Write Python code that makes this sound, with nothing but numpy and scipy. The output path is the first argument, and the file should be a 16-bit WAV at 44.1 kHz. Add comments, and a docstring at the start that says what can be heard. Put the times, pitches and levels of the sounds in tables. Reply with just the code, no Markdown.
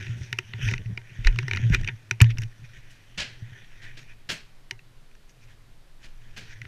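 """Top of a roofed ice track, beside a sled, heard from inside a helmet camera's hard plastic case.
Straps and gloves tick, rub and scrape on the case and excite its resonances.
The mount thuds, lurches and trembles in low swings as the head turns.
Boots crush packed snow, with an echo under the roof. Low wind and faint hiss lie underneath."""
import sys
import numpy as np
from scipy import signal
from scipy.fft import rfft, irfft, next_fast_len
from scipy.io import wavfile

SR = 44100
rng = np.random.default_rng(int(sys.argv[2]) if len(sys.argv) > 2 else 0)


def pcm_store(signal):
    """Save signal as 16-bit PCM."""
    levels = np.round(np.clip(np.atleast_2d(signal), -1, 1) * 32767)
    wavfile.write(sys.argv[1], SR, levels.astype(np.int16).T)


N = 294147

# Ticks on the case: (time [s], level [dB], pitch [Hz], brightness [dB], ring [dB], snap [dB])
TICKS = [(0.067, -31.5, 1920, -30, -41, -33), (.3274, -14, 2430, -13.5, -21.5, -27),
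         (0.3853, -28, 1880, -15, -36, -28), (.387, -12, 2040, -15.5, -28, -26),
         (0.5349, -26, 1990, -42, -14, -42), (.613, -27, 1560, -28, -34, -30),
         (0.6851, -18, 2500, -20, -16.5, -40), (.712, -21, 2650, -12, -22, -32),
         (0.7371, -17.5, 2080, -17, -22.5, -39), (0.779, -25.5, 2725, -17.5, -30, -34),
         (0.859, -38, 2005, -25, -34, -34), (0.9746, -20, 2340, -23, -20, -53),
         (1.2471, -20, 2380, -17, -28, -40), (1.27, -6.5, 2500, -15.5, -23.5, -53),
         (1.3593, -31, 1813, -13, -34, -34), (1.3873, -12, 2254, -17, -50, -57),
         (1.429, -31, 1720, -17, -36, -39), (1.481, -19, 2080, -12, -16.5, -43),
         (1.511, -13, 2320, -21, -21, -50), (1.5334, -12.5, 2380, -18.5, -24, -46),
         (1.5488, -20.5, 2410, -22, -34, -43), (1.5602, -26, 1750, -8, -37, -39),
         (1.5709, -20.5, 2060, -18, -25, -45), (1.7455, -10, 2432, -13, -39, -43),
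         (1.812, -36, 1762, -7, -38, -12), (1.845, -27, 2757, -13, -34, -29),
         (1.875, -17, 2434, -13.5, -32, -46), (1.8853, -18.5, 2360, -25, -19, -46),
         (2.1103, -9.5, 2490, -9, -29, -48), (2.2031, -10, 2382, -17, -15, -41),
         (2.213, -5, 1970, -35.5, -39.5, -39.5), (2.217, -12, 1675, -8, -19.5, 3.5),
         (2.242, -22.5, 1960, -22.5, -33.5, -43), (2.304, -35, 1740, -6, -31, -37),
         (2.3719, -32.5, 1635, -23, -38, -28), (2.3835, -24.5, 2660, -3.5, -20, -18),
         (2.4184, -33, 2140, -3, -32, -13), (2.4337, -30, 2074, -9, -37, -35),
         (4.7095, -18, 2923, -10, -20, -23), (4.791, -39.5, 2590, -26, -34, -30),
         (5.113, -46.5, 2350, -21, -34, -26), (5.151, -48, 1670, -5, -34, -27),
         (5.294, -51, 2940, 3, -34, -15), (6.377, -32.5, 1656, -6, -23, -17),
         (6.616, -28, 2020, -16, -44, -24), (6.6515, -31.5, 2110, -38, -28, -41)]
# Broad case resonances: (frequency [Hz], width [Hz], gain [dB])
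CASE_MODES = [(372.7, 27, 0.5), (932, 77, -14.5), (1448, 182, -2), (1832, 254, 4.5), (2463, 250, 2.5),
              (3017, 330, -2), (3606, 470, -8), (4840, 2000, -20.5), (5815, 400, -7.5), (6590, 235, -13.5),
              (8100, 2070, -27.5), (12003, 696, -32)]
# Narrow, lingering case modes: (frequency [Hz], level [dB], t60 [s])
RING_MODES = [(404, -9, 0.103), (763, -17, 0.079), (925, -10, 0.11), (1962, -18, .2), (2120, -10, .16),
              (2390, -26, .12), (2760, -18, 0.061), (3290, -28, .1), (4010, -21, .085)]
# Thuds on the mount: (time [s], level [dB], t60 [s], rise [s])
THUDS = [(0.093, -21, 0.23, 0.0029), (0.213, -20, 0.088, 0.0017), (0.328, -30, 0.12, 0.0013),
         (0.391, -35, 0.16, .002), (0.542, -26, 0.35, 0.0022), (.858, -26, 0.33, .002),
         (.981, -38, 0.25, 0.0023), (1.188, -24, 0.2, .002), (1.626, -3, 0.22, 0.035),
         (1.717, -15, 0.12, 0.0025), (1.837, -21, 0.26, 0.0079), (2.115, -26, 0.24, .002),
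         (2.2134, -3.5, 0.32, .004), (2.387, -22, 0.14, 0.0018), (2.425, -23.5, 0.15, 0.0081),
         (2.593, -38.5, 0.38, .002), (3.422, -25.5, 0.16, .002), (3.52, -33.5, 0.15, .002),
         (4.723, -41.5, 0.24, .002), (6.611, -43, .25, .002)]
# Head jolts: (time [s], level [dB], frequency [Hz])
LURCHES = [(0.209, -22, 170), (0.635, -14.5, 41), (0.738, -20, 24), (.859, -33, 32.3), (1.187, -17, 30.3),
           (1.256, 4, 32.5), (1.702, -2, 142), (1.713, -3.5, 44.5), (1.781, -11, 25.1), (2.2155, 3.5, 86),
           (2.329, -19, 24.2), (2.767, -32, 35), (3.183, -28, 50)]
# Mount shake envelope: (time [s], level [dB])
TREMBLE_LEVELS = [(0, -33), (.25, -42.5), (.53, -47.5), (.68, -23), (.84, -47.5), (.95, -32.5),
                  (1.06, -57.5), (1.17, -46), (1.3, -31), (1.65, -29.5), (1.93, -32.5), (2.0, -53),
                  (2.15, -51), (2.3, -37), (2.45, -35.5), (2.52, -56), (2.63, -50.5), (2.9, -59.5),
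                  (3.45, -50.5), (3.7, -61.5), (3.91, -49.5), (4.24, -63.5), (4.6, -67), (4.95, -58.5),
                  (5.23, -77), (5.45, -54.5), (5.89, -72.5), (6.33, -53.5), (6.55, -50.5), (6.67, -46.5)]
# Boots on snow: (time [s], level [dB], crush length [s], brightness [dB], echo [dB])
STEPS = [(2.896, -44.5, 0.012, 17, 1), (3.175, -15, .019, -20, -4), (3.816, -36.5, 0.021, 5, -15),
         (3.9677, -32, 0.007, 5, -18.5), (4.2892, -13, 0.012, 7.5, -11.5), (5.48, -48, 0.019, 11, -19),
         (6.027, -37, 0.019, 7, -7.5), (6.363, -28, 0.019, 7, -1)]
# Crushed snow: (frequency [Hz], density [dB])
SNOW_SPECTRUM = [(88, -6), (150, 0), (530, -11.5), (656, -11), (736, -15), (1220, -14.5), (1630, -1.5),
                 (2140, -4), (2450, -1), (3160, -2), (3550, -7), (4140, -5), (6350, -14), (10300, -30.5),
                 (15500, -42)]
# Cloth rub envelope: (time [s], level [dB])
RUB_LEVELS = [(0, -44), (.39, -58), (.59, -50.5), (.97, -61.5), (1.22, -53), (1.6, -49), (1.76, -45.5),
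              (1.89, -57.5), (2.13, -65), (2.28, -61.5), (3.46, -59.5), (3.96, -57.5), (4.09, -71),
              (5.91, -82), (6.32, -59.5), (6.54, -60), (6.67, -57.5)]
# Strap and glove scrapes: (peak time [s], level [dB], Gaussian width [s], brightness [dB])
SCRAPES = [(0.249, -65, .018, 21), (0.64, -49, 0.026, -6), (0.674, -39, .04, 5.5), (1.271, -35.5, .013, -3),
           (1.563, -47, 0.025, -16), (1.74, -26, 0.011, -5), (1.888, -34.5, 0.0088, -26),
           (2.229, -50, .006, 11), (2.257, -45, 0.012, -1), (2.306, -40.5, 0.0095, -10),
           (2.406, -64, .014, 19), (2.428, -43, 0.0065, -10), (2.652, -51.5, 0.0093, -2),
           (2.756, -60.5, 0.033, 5), (3.546, -60.5, 0.059, -18), (3.645, -59, 0.0084, -11),
           (3.86, -56, 0.032, -23), (4.022, -62, 0.024, 8), (4.105, -54, 0.019, -7),
           (5.305, -75.5, 0.011, 25.5), (5.436, -63, .015, 11), (5.507, -61, 0.019, -2.5),
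           (6.037, -61, 0.022, 8), (6.515, -50.5, 0.02, 4)]
# Wind and sway envelope: (time [s], level [dB])
WIND_LEVELS = [(0, -44), (.38, -60), (.72, -52), (1.11, -53.5), (1.47, -44), (1.91, -44), (2.17, -63),
               (2.32, -33), (2.51, -50), (3.1, -46.5), (3.7, -50.5), (4.18, -44), (4.7, -52), (5.2, -47),
               (6.06, -45.5), (6.48, -42), (6.67, -58)]
# Background hiss: (frequency [Hz], density [dB])
HISS_SPECTRUM = [(88, -13.5), (150, 7.5), (175, -4.5), (244, -4.5), (790, -10.5), (1830, -12), (4410, -16),
                 (5680, -20.5), (13200, -27), (14800, -34.5), (16000, -67.5)]

CONTACT_S, RATTLE_DB = 0.0016, -32.5
MOUNT_HZ, LURCH_T60_CYCLES, LURCH_RISE_CYCLES = 114.75, 5.23, 0.67
CRUSH_T60_S, ECHO_T60_S = 0.19, 0.42
RUB_BRIGHT_DB = 1
CRACKLE_MAX_PER_S, CRACKLE_GAIN_DB, CRACKLE_THRESHOLD_DB = 60, 2.5, -61
HISS_DB, CUTOFF_HZ = -61.5, 15700


def ticks():
    """Short rough contacts knock the case and rattle out; narrow modes linger."""
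    out, t = np.zeros(N), np.arange(5000) / SR
    snap_band = signal.butter(3, [6500, 13500], "band", fs=SR, output="sos")
    ring = sum(gain_of(db - 60 * t / t60_s) * np.sin(2 * np.pi * hz * t) for hz, db, t60_s in RING_MODES)
    force = np.exp(-t / CONTACT_S) + gain_of(RATTLE_DB) * np.exp(-t / 0.017)
    for time_s, db, hz, bright_db, ring_db, snap_db in TICKS:
        noise = rng.standard_normal(len(t))
        contact = noise * force * np.minimum(t / 0.00076, 1)
        low, high = case_bands(contact)
        low += 2.2 * treble_cut(resonate(contact, hz, 230))  # struck spot favours one pitch
        snap = signal.sosfilt(snap_band, noise * np.exp(-t / 0.00056))  # hard-edge crack
        knock = unit_peak(low) + gain_of(bright_db) * unit_peak(high)
        knock += gain_of(snap_db) * unit_peak(snap)
        add(out, time_s, gain_of(db) * (knock + gain_of(ring_db) * ring))
    return out


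def case_bands(x, drift_db=np.zeros((12, 1))):
    """Case resonances as (low, high) bands; neighbours alternate in sign."""
    modes = [(-1) ** k * gain_of(db + drift_db[k]) * resonate(x, hz, width_hz)
             for k, (hz, width_hz, db) in enumerate(CASE_MODES)]
    return treble_cut(sum(modes[:7])), sum(modes[7:])


def treble_cut(x):
    """The lower resonances keep little treble above about 5 kHz."""
    return signal.sosfilt(signal.butter(4, 5000, fs=SR, output="sos"), x)


def thuds():
    """Pushes set the mount swinging at its own note."""
    return -swings([(time_s, db, MOUNT_HZ, t60_s, rise_s) for time_s, db, t60_s, rise_s in THUDS])


def lurches():
    """Head jolts: a few low swings each."""
    return swings([(time_s, db, hz, LURCH_T60_CYCLES / hz, LURCH_RISE_CYCLES / hz)
                   for time_s, db, hz in LURCHES])


def tremble():
    """Movement shakes the mount: unsteady note, rough shudder above, loose wobble below."""
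    pitch_hz = MOUNT_HZ * (1 + 0.072 * wander(14.63))
    note = np.sin(2 * np.pi * np.cumsum(pitch_hz) / SR) * gain_of(3.5 * wander(35))
    shake = rng.standard_normal(N) * gain_of(7.1 * wander(34))
    shudder = unit_rms(resonate(resonate(shake, 157, 84), 149, 106))
    shudder += 0.061 * unit_rms(resonate(resonate(shake, 360, 45), 339, 55))
    wobble = unit_rms(resonate(resonate(shake, 73, 35), 80, 45))
    return gain_of(envelope_db(TREMBLE_LEVELS)) * (unit_rms(note) + 0.25 * shudder + 0.27 * wobble)


def steps():
    """Snow crushes in ragged bursts of grains; a duller echo decays under the roof."""
    out = np.zeros(N)
    grains, echo = shaped_noise(SNOW_SPECTRUM), shaped_noise(SNOW_SPECTRUM)
    grains *= gain_of(1.64 * wander(244) + 1.65 * wander(55))
    fine = signal.sosfilt(signal.butter(2, 7000, "high", fs=SR, output="sos"), grains)
    echo = signal.sosfilt(signal.butter(2, 8000, fs=SR, output="sos"), echo)
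    echo *= gain_of(0.64 * wander(35))
    for time_s, db, crush_s, bright_db, echo_db in STEPS:
        start = round(time_s * SR)
        span = slice(start, start + SR // 2)
        t = np.arange(len(out[span])) / SR
        load = (0.55 + 0.4 * np.minimum(t / crush_s, 1)) * np.minimum(t / 0.0043, 1)
        release = gain_of(-60 * np.maximum(t - crush_s, 0) / CRUSH_T60_S)
        fine_gain = gain_of(bright_db) * np.minimum(0.29 + t / 0.049, 1)  # finest grains build late
        crunch = (grains[span] + (fine_gain - 1) * fine[span]) * load * release
        echo_gain = gain_of(echo_db - 60 * t / ECHO_T60_S) * np.minimum(t / 0.075, 1)
        out[span] += gain_of(db - 11.5) * (crunch + echo[span] * echo_gain)
    return out


def rub():
    """Fibres slip on the case in uneven grains: continuous rub plus short scrapes."""
    rub_db, t = envelope_db(RUB_LEVELS), np.arange(N) / SR
    low_gain, high_gain = gain_of(rub_db), gain_of(rub_db + RUB_BRIGHT_DB)
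    for time_s, db, width_s, bright_db in SCRAPES:
        swell = gain_of(db) * np.exp(-((t - time_s) / width_s) ** 2 / 2)
        low_gain += swell
        high_gain += gain_of(bright_db) * swell
    grains = rng.standard_normal(N) * gain_of(1.8 * wander(240) + 0.7 * wander(50))
    drift_db = [2.5 * wander(11) for _ in CASE_MODES]  # roaming contact shifts the colour
    low, high = case_bands(grains, drift_db)
    return (low_gain * low + high_gain * high) / np.std(low)


def crackle():
    """Stray small ticks, denser and stronger with harder rubbing."""
    rub_db = envelope_db(RUB_LEVELS)
    rate_per_s = CRACKLE_MAX_PER_S * np.clip((rub_db - CRACKLE_THRESHOLD_DB) / 12, 0, 1)
    strength = gain_of(4.3 * np.minimum(rng.exponential(1, N), 3))
    impulses = strength * (rng.random(N) < rate_per_s / SR)
    force = signal.oaconvolve(impulses, np.exp(-np.arange(600) / SR / CONTACT_S))[:N]
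    low, high = case_bands(force * rng.standard_normal(N))
    case_rms = np.std(case_bands(rng.standard_normal(SR))[0])
    return gain_of(rub_db + CRACKLE_GAIN_DB) * (low + 0.87 * high) / case_rms


def wind():
    """Wind and sway: lumpy pressure at the bottom of hearing."""
    band = signal.butter(2, [6, 19], "band", fs=SR, output="sos")
    pressure = unit_rms(signal.sosfilt(band, rng.standard_normal(N)))
    return gain_of(envelope_db(WIND_LEVELS) + 1.33 * wander(3.94)) * pressure


def hiss():
    """Faint steady noise floor."""
    return gain_of(HISS_DB) * shaped_noise(HISS_SPECTRUM)


def swings(rows):
    """Damped sines, each building over a short push."""
    out, t = np.zeros(N), np.arange(SR // 2) / SR
    for time_s, db, hz, t60_s, rise_s in rows:
        envelope = gain_of(db - 60 * t / t60_s) * (1 - np.exp(-t / rise_s))
        add(out, time_s, envelope * np.sin(2 * np.pi * hz * t))
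    return out


def resonate(x, hz, width_hz):
    """One resonance, unity gain at centre."""
    r = np.exp(-np.pi * width_hz / SR)
    feedback = [2, -4 * r * np.cos(2 * np.pi * hz / SR), 2 * r * r]
    return signal.lfilter([1 - r * r, 0, r * r - 1], feedback, x)


def shaped_noise(spectrum):
    """Noise with the given spectrum, rms 1."""
    points_hz, db = np.transpose(spectrum)
    return filtered_noise(lambda hz: gain_of(np.interp(np.log(hz + 1), np.log(points_hz), db)))


def wander(rate_hz):
    """Random drift up to about rate_hz, rms 1."""
    return filtered_noise(lambda hz: np.exp(-(hz / rate_hz) ** 2))


def filtered_noise(response):
    """White noise weighted by response(hz), rms 1."""
    size = next_fast_len(N)
    bins = rfft(rng.standard_normal(size)) * response(np.fft.rfftfreq(size, 1 / SR))
    return unit_rms(irfft(bins, size)[:N])


def envelope_db(rows):
    """Level at every sample."""
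    times_s, db = np.transpose(rows)
    return np.interp(np.arange(N) / SR, times_s, db)


def gain_of(db):
    return 10 ** (np.asarray(db) / 20)


def unit_rms(x):
    return x / np.sqrt(np.mean(x ** 2) + 1e-20)


def unit_peak(x):
    return x / abs(x).max()


def add(mix, time_s, sound):
    part = mix[round(time_s * SR):][:len(sound)]
    part += sound[:len(part)]


def scene():
    """Mono sum at the microphone inside the case."""
    rumble = thuds() + lurches() + tremble() + wind()
    return (rumble + ticks() + rub() + steps() + hiss() + crackle())[None]


def record(dry):
    """Steep low-pass."""
    taps = signal.firwin(255, CUTOFF_HZ, window=("kaiser", 9), fs=SR)
    return signal.oaconvolve(dry, taps[None], "same")


dry = scene()
out = record(dry)
pcm_store(out)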